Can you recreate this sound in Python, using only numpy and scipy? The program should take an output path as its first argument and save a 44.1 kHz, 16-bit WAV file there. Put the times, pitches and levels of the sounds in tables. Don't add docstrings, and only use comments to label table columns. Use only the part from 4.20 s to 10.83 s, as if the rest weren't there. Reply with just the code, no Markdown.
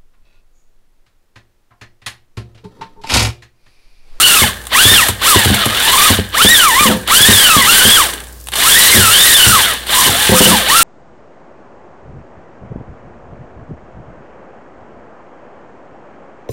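import sys
import numpy as np
from scipy import signal
from scipy.fft import rfft, irfft
from scipy.io import wavfile
from scipy.ndimage import uniform_filter1d

SR = 44100
rng = np.random.default_rng(int(sys.argv[2]) if len(sys.argv) > 2 else 0)


def persist_wave(psi):
    counts = np.round(np.clip(psi, -1, 1) * 32767).astype(np.int16)
    wavfile.write(sys.argv[1], SR, np.atleast_2d(counts).T)


N = 292383
TIME = np.arange(N) / SR
PINION_TEETH, TEETH_PER_CHUCK_TURN, MAINS_HZ = 6, 48, 60

# time in seconds, mesh rate in Hz.
TRIGGER_PULLS = [
    [(0.0, 1230), (0.035, 1504), (0.16, 1350), (0.235, 990)],
    [(0.5, 219.8), (0.557, 1007), (0.596, 1411), (0.65, 1711), (0.74, 1831), (0.776, 1535)],
    [(1.0, 298.3), (1.08, 1335), (1.11, 1307), (1.155, 990), (1.265, 796), (1.505, 576.2), (1.795, 1152),
     (1.863, 1258), (1.895, 1081)],
    [(2.12, 249.5), (2.225, 1528), (2.32, 1940), (2.435, 1378), (2.525, 861), (2.62, 1236), (2.668, 1054)],
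    [(2.868, 298.9), (2.92, 1236), (2.96, 1502), (3.105, 1904), (3.245, 1522), (3.45, 906), (3.485, 1329),
     (3.545, 1529), (3.615, 1511), (3.745, 1717), (3.772, 1508)],
    [(4.315, 200), (4.45, 1054), (4.485, 1452), (4.58, 1959), (4.66, 1959), (4.74, 2149), (4.805, 1483),
     (4.885, 1257), (5.035, 1891), (5.12, 1953), (5.195, 1520), (5.325, 1376), (5.415, 850), (5.51, 630)],
    [(5.662, 279.5), (5.755, 1007), (5.87, 1056), (5.935, 623), (6.0, 847.6), (6.125, 876.7), (6.21, 1562),
     (6.279, 1424), (6.345, 952), (6.43, 574)],
    [(6.465, 597), (6.505, 994), (6.565, 1370), (6.63, 1349)],
]
# frequency in Hz, relative level in dB.
HISS_SPECTRUM = [(3000, -19.5), (4800, -2), (5600, -2.5), (6700, -1), (8100, 2), (8700, 3), (9200, 4),
                 (9900, 0.5), (11300, 1), (13000, -1.5), (15800, -4.5)]


def drill(engage_hz=900, clean_drag=0.013, fan_lag_s=0.0097, clatter_s=0.018, coast_db_per_s=47):
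    # time in seconds, speed wobble as a share of the speed.
    drag_curve = [(0, 0.013), (.2, .028), (.6, .01), (1.1, .012), (1.22, 0.031), (1.65, .032), (2.2, .007),
                  (2.45, .007), (3.0, .014), (3.6, .022), (3.78, 0.011), (4.38, 0.047), (4.56, .022),
                  (4.9, .015), (5.35, .024), (6.05, .04), (6.4, .027), (6.55, 0.0095)]
    # time in seconds, gain in dB.
    treble_drift = [(0, 1.5), (.55, -.5), (1.11, 2.5), (1.21, -4), (1.68, -1.5), (1.84, 1.5), (2.16, -0.5),
                    (2.53, -1.5), (2.64, -1), (3.3, 1.3), (3.75, 0.5), (4.4, 2.5), (4.7, 0.2), (5.4, 1.8),
                    (5.8, 2.5), (6.2, 0), (6.63, 2)]
    mesh_hz, coasting_s, mesh_db, octave_db, grip_db = motor()
    treble_db = np.interp(TIME, *np.transpose(treble_drift))
    drag = np.interp(TIME, *np.transpose(drag_curve))
    load = np.log2(drag / clean_drag)
    surge = np.tanh(np.gradient(np.log2(mesh_hz)) * SR / 13)
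    clatter = sum(np.exp(-((TIME - pull[0][0]) / clatter_s - 1.5) ** 2) for pull in TRIGGER_PULLS[1:])
    fan_hz = np.minimum(mesh_hz, np.interp(TIME - fan_lag_s, TIME, mesh_hz))
    coast_db = coast_db_per_s * coasting_s
    whine_db = 3 + speed_gain_db(mesh_hz, knee_hz=857, db_per_octave=21) - 1.5 * load - coast_db
    rattle_db = -7.5 + speed_gain_db(mesh_hz, knee_hz=1490, db_per_octave=6) + grip_db - coast_db
    rattle_db += 0.5 * clatter + 0.23 * treble_db + 0.18 * load - 0.2 * surge
    hiss_db = -3.5 + speed_gain_db(fan_hz, knee_hz=1320, db_per_octave=15.5)
    hiss_db += treble_db + 0.3 * load + 0.6 * surge
    chuck_angle = 2 * np.pi * np.cumsum(mesh_hz) / SR / TEETH_PER_CHUCK_TURN
    wobble = 0.9 * np.sin(chuck_angle) + 0.4 * walk(35) + 0.75 * walk(80) + 0.9 * walk(600)
    teeth = np.cumsum(mesh_hz * (1 + drag * wobble)) / SR
    buzz = overtones(teeth, drag) * np.minimum(mesh_hz / engage_hz, 1) ** 2
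    gears = undb(rattle_db) * rattle(teeth, chuck_angle, buzz)
    tones = undb(whine_db) * whine(teeth, mesh_hz, mesh_db, octave_db, drag)
    return tones + gears + shaft_ring(gears) + undb(hiss_db) * hiss(teeth, buzz)


def motor(inertia_s=0.024):
    # gains in dB of the mesh tone,
    # its octave and the rattle, then the run-down time constant in seconds.
    grips = [(-3, 1.5, -1, .1), (1.5, 2.5, 1, .11), (-2, -0.5, 1, .115), (1, 0.5, -1, .11), (1, 0, 1, .12),
             (0.5, -0.5, 0, .14), (-.5, -3.5, 0, .17), (3, -2.5, 0.5, .11)]
    mesh_hz, coasting_s, offsets_db = np.zeros(N), np.zeros(N), np.zeros((3, N))
    for pull, (*grip_db, run_down_s) in zip(TRIGGER_PULLS, grips):
        times, hz = np.transpose(pull)
        now = TIME >= times[0]
        coasting_s[now] = np.maximum(TIME[now] - times[-1], 0)
        mesh_hz[now] = np.interp(TIME[now], times, hz) * np.exp(-coasting_s[now] / run_down_s)
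        offsets_db[:, now] = np.array(grip_db)[:, None]
    return uniform_filter1d([mesh_hz, coasting_s, *offsets_db], int(inertia_s * SR), axis=1)


def whine(teeth, mesh_hz, mesh_db, octave_db, drag, slip_per_drag=13):
    # frequency in Hz, gain in dB.
    housing = [(300, -38), (620, -16), (800, -22.5), (980, -12.5), (1280, -10), (1500, -14.5), (1700, -18),
               (1920, -8.5), (2150, -18), (2600, -16), (2900, -8.5), (3150, -7.5), (3550, -4.5), (3850, -9),
               (4300, -15)]
    angle = 2 * np.pi * teeth
    phase = angle + slip_per_drag * drag * walk(300)
    swell_db = 2 * np.tanh(walk(22))
    mesh_gain = undb(mesh_db + response(mesh_hz, housing) + swell_db)
    octave_gain = undb(octave_db - 1.5 + response(2 * mesh_hz, housing) - swell_db)
    mesh = mesh_gain * unit(undb(3.5 * walk(140))) * np.sin(phase)
    octave = octave_gain * unit(undb(4.5 * walk(140))) * np.sin(2 * phase)
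    eccentricity = 1 + 0.17 * np.sin(angle / PINION_TEETH + walk(60))
    return np.sqrt(2) * (mesh + octave) * eccentricity


def rattle(teeth, chuck_angle, buzz, scatter_db=3, rub=0.65):
    contacts = np.diff(np.floor(teeth), prepend=0)
    blows = unit(contacts * rng.standard_normal(N) * undb(scatter_db * rng.standard_normal(N)))
    force = blows + rub * rng.standard_normal(N) + undb(-8) * buzz
    rotor_angle = 2 * np.pi * teeth / PINION_TEETH
    load_db = 0.5 * np.sin(chuck_angle) + 0.5 * np.sin(rotor_angle) + 1.5 * walk(70)
    # frequency in Hz, relative gain in dB.
    gearbox = [(120, -6.5), (450, -6.5), (750, -8), (1150, -3), (1400, -5), (1650, 0.5), (1950, -2),
               (2250, -3), (2700, -5), (3000, 1.5), (3500, -1), (4200, -2), (4900, -11), (6500, -22)]
    return unit(colour(metal(force * undb(load_db)), gearbox))


def hiss(teeth, buzz):
    mains_angle = 2 * np.pi * MAINS_HZ * TIME
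    spark_db = 0.7 * np.sin(2 * mains_angle) + np.sin(mains_angle)
    tooth_db = 5 * np.cos(2 * np.pi * teeth)
    force = rng.standard_normal(N) + undb(-11) * buzz
    flicker_db = 1.77 * walk(110)
    return unit(colour(metal(force * undb(spark_db + tooth_db + flicker_db)), HISS_SPECTRUM))


def overtones(teeth, drag, flutter_db=4, slip_per_drag=36):
    # multiple of the mesh rate, relative level in dB.
    harmonics = [(3, -1.5), (4, -3), (5, -1), (6, -2), (7, -3), (8, -6)]
    eccentricity = 1 + 0.22 * np.sin(2 * np.pi * teeth / PINION_TEETH + walk(50))
    buzz = 0
    for multiple, db in harmonics:
        gain = undb(db + flutter_db * walk(70))
        buzz += gain * np.sin(2 * np.pi * multiple * teeth + slip_per_drag * drag * walk(260))
    return unit(eccentricity * buzz)


def metal(force):
    # frequency in Hz, time to decay 60 dB in seconds, gain in dB over the direct path.
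    metal_modes = [(1540, 0.013, -34), (1940, 0.056, -3), (2840, 0.0075, -16.5), (3530, 0.0085, -6.5),
                   (5750, 0.036, -5), (6100, 0.034, -15), (8900, 0.027, -36), (9300, .012, -12),
                   (10700, .02, -23)]
    t, ring = TIME[:SR // 10], 0
    for hz, t60, db in metal_modes:
        decay = np.exp(-np.log(1000) * t / t60)
        ring += undb(db) * 2 * decay * np.cos(2 * np.pi * hz * t) / decay.sum()
    return force + signal.oaconvolve(force, ring)[:N]


def shaft_ring(drive, ring_hz=1680, width_hz=380, t60_s=0.7):
    band = signal.iirpeak(ring_hz, ring_hz / width_hz, fs=SR)
    tail = signal.lfilter(*band, signal.lfilter(*band, noise_tail(t60_s)))
    return undb(-6) * signal.oaconvolve(drive, tail)[:N]


def bucket(bottom_top_hz=150, wall_top_hz=450, judder=0.07, detune=0.023, strike_s=0.0019, hard_s=0.011):
    # start in seconds, contact time in seconds, level in dB, height from bottom 0 to rim 1.
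    knocks = [(0.218, 0.016, -15, 0.19), (.652, 0.0062, -12, 0.063), (0.715, 0.02, -14.5, 0.21),
              (.889, 0.01, -23.5, .02), (1.158, 0.0045, -6.5, 0.42), (1.257, 0.016, -16.5, .02),
              (1.301, 0.021, -11, 0.29), (1.461, 0.011, -18.5, 0.17), (1.902, 0.014, -11, 0.31),
              (1.987, 0.01, -15, 0.29), (2.247, 0.005, -5, 0.68), (2.607, .0044, -17, 0.52),
              (2.655, 0.02, -11.5, 0.83), (2.691, 0.029, -12.5, 1), (2.73, 0.041, -19, .85),
              (3.004, .015, -16.5, 0.22), (3.085, 0.011, -4.5, 0.43), (3.115, 0.018, -12.5, 0.29),
              (3.364, 0.009, -9.5, 0.67), (3.65, 0.013, -9.5, 0.46), (4.745, 0.025, -9.5, .35),
              (4.775, 0.024, -9, .15), (5.262, 0.026, -13, 0.061), (5.862, 0.04, -18.5, 0.29),
              (6.092, .012, -9.5, 0.52), (6.118, 0.021, -7, 1), (6.204, 0.015, -4.5, 0.77),
              (6.255, 0.033, -8, 0.99), (6.305, 0.028, -12.5, 0.93)]
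    # frequency in Hz, time to decay 60 dB in seconds, relative level in dB.
    bucket_modes = [(89, 0.56, -8), (99.3, 0.35, 6.5), (118, 0.16, 7.5), (195, 0.33, -9.5),
                    (219.6, 0.17, -1), (276, 0.078, -2), (349, 0.039, -2), (404, 0.036, 0.5),
                    (510.4, 0.22, 6), (646, 0.032, 7), (760, .04, -5), (900, 0.067, 1)]
    # gain in dB when struck at the bottom, and at the rim.
    part_gains = [(4, -20), (-1, -1), (-25, -3)]
    out, t = np.zeros(N + SR), TIME[:SR // 3]
    hz, t60, db = np.transpose(bucket_modes)
    decays = undb(db)[:, None] * np.exp(-np.log(1000) * t / t60[:, None])
    part = np.searchsorted([bottom_top_hz, wall_top_hz], hz)
    radiation = signal.butter(4, 70, "high", fs=SR, output="sos")
    for start_s, contact_s, level_db, height in knocks:
        age = t / (contact_s / 2)
        push = age * np.exp(-age) * judder * np.sqrt(contact_s / 0.0092) * rng.standard_normal(len(t))
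        push[int(strike_s * SR)] += 1
        shifted_hz = hz * (1 + detune * rng.standard_normal(len(hz)) * (hz < wall_top_hz))
        brightness = (hz / hz[0]) ** np.clip(hard_s / contact_s - 1, 0, 1.5)
        modes = brightness[:, None] * decays * np.sin(2 * np.pi * shifted_hz[:, None] * t)
        for k, part_db in enumerate(part_gains):
            vibration = signal.fftconvolve(push, modes[part == k].sum(axis=0))[:len(t)]
            ring = signal.sosfilt(radiation, vibration)
            gain = undb(level_db + np.interp(height, [0, 1], part_db))
            out[int(start_s * SR):][:len(t)] += gain * ring / np.std(ring[:SR // 20])
    return out[:N]


def spatter(tail_s=0.029, drops_per_s=45, drop_decay_s=0.0017):
    # start in seconds, peak level in dB, decay time constant in seconds.
    flicks = [(.37, -21, .002), (.423, -26, .003), (.439, -27, 0.0031), (.453, -21, .003),
              (.469, -9, .0025), (.885, 3, .007), (1.146, 6, 0.009), (1.19, 3, .009), (1.248, 1.5, 0.0098),
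              (1.306, -6, .006), (1.343, 1, 0.0081), (1.456, -1.5, .0082), (2.876, -7, 0.0034),
              (3.936, -11, 0.0035), (4.003, -15.5, .002), (4.038, -23, 0.0013), (4.07, -21, .0015),
              (4.271, -11, 0.0027), (4.286, -8, 0.0021), (4.319, -14, 0.0066), (4.336, -9.5, 0.0086),
              (4.355, -5, 0.009), (5.668, -13, 0.0052)]
    # frequency in Hz, relative level in dB.
    flick_spectrum = [(200, -29), (800, -1), (1600, -5), (2500, -4.5), (3700, -0.5), (5500, -13.5),
                      (8500, -2.5), (12000, -5), (16000, -18)]
    out, t = np.zeros(N + SR), TIME[:SR // 10]
    for start_s, db, decay_s in flicks:
        envelope = np.exp(-t / decay_s) + 0.14 * np.exp(-t / tail_s)
        tick = colour(rng.standard_normal(len(t)) * envelope, flick_spectrum)
        out[int(start_s * SR):][:len(t)] += tick * undb(db) / np.abs(tick).max()
    drops = (rng.random(N) < drops_per_s / SR) * rng.random(N)
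    patter = signal.fftconvolve(drops, np.exp(-t / drop_decay_s))[:N] * rng.standard_normal(N)
    return out[:N] + undb(-46) * unit(colour(patter, HISS_SPECTRUM))


def churn(settle_s=0.11, lumpy_db=1.5, full_swirl_db=-27):
    # frequency in Hz, relative level in dB.
    pulp_spectrum = [(60, -16), (150, -4), (350, 0), (700, -4.5), (1500, -8), (5000, -25), (9000, -13),
                     (16000, -39)]
    pole = np.exp(-1 / (settle_s * SR))
    swirl = signal.lfilter([1 - pole], [1, -pole], motor()[0])
    squelch = rng.standard_normal(N) * undb(lumpy_db * walk(60))
    return undb(full_swirl_db) * swirl / swirl.max() * unit(colour(squelch, pulp_spectrum))


def room(x, t60_s=0.12, wet_db=-14):
    return x + undb(wet_db) * signal.fftconvolve(x, noise_tail(t60_s))[:N]


def garage(rumble_db=-41):
    # frequency in Hz, rms level in dB.
    hum_tones = [(59.6, -36), (119.2, -57.5), (463, -60), (517, -80)]
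    # frequency in Hz, relative level in dB.
    rumble_spectrum = [(20, -35), (40, -28), (100, 7), (250, -6.5), (500, -4.5), (1000, -31), (4000, -13),
                       (16000, -12)]
    hum = sum(undb(db) * np.sin(2 * np.pi * (hz * TIME + rng.random())) for hz, db in hum_tones)
    return np.sqrt(2) * hum + undb(rumble_db) * unit(colour(rng.standard_normal(N), rumble_spectrum))


def speed_gain_db(hz, knee_hz, db_per_octave):
    return -db_per_octave * np.log2(1 + (knee_hz / hz) ** 4) / 4


def noise_tail(t60_s):
    t = TIME[:SR // 2]
    tail = rng.standard_normal(len(t)) * np.exp(-np.log(1000) * t / t60_s)
    return tail / np.linalg.norm(tail)


def colour(x, spectrum, size=4096):
    cepstrum = irfft(np.log(undb(response(np.fft.rfftfreq(size, 1 / SR), spectrum))))
    cepstrum[1:size // 2] *= 2
    cepstrum[size // 2 + 1:] = 0
    return signal.fftconvolve(x, irfft(np.exp(rfft(cepstrum))))[:len(x)]


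def response(hz, spectrum):
    points_hz, db = np.transpose(spectrum)
    return np.interp(np.log(hz + 1), np.log(points_hz), db)


def walk(rate):
    hold = int(SR / rate)
    steps = rng.standard_normal(N)[np.arange(N) // hold]
    return unit(uniform_filter1d(steps, hold))


def undb(db):
    return 10 ** (np.asarray(db) / 20)


def unit(x):
    return x / np.sqrt(np.mean(x ** 2) + 1e-18)


def scene():
    mono = room(drill() + churn() + spatter()) + bucket() + garage()
    return np.array([mono, mono])


def record(dry, ceiling=0.69, knee=6, top_hz=15800):
    oversampled = signal.resample_poly(dry, 2, 1, axis=1)
    clipped = oversampled / (1 + np.abs(oversampled / ceiling) ** knee) ** (1 / knee)
    lowpass = signal.ellip(10, 0.1, 60, top_hz, fs=SR, output="sos")
    return signal.sosfiltfilt(lowpass, signal.resample_poly(clipped, 1, 2, axis=1))


dry = scene()
out = record(dry)
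persist_wave(out)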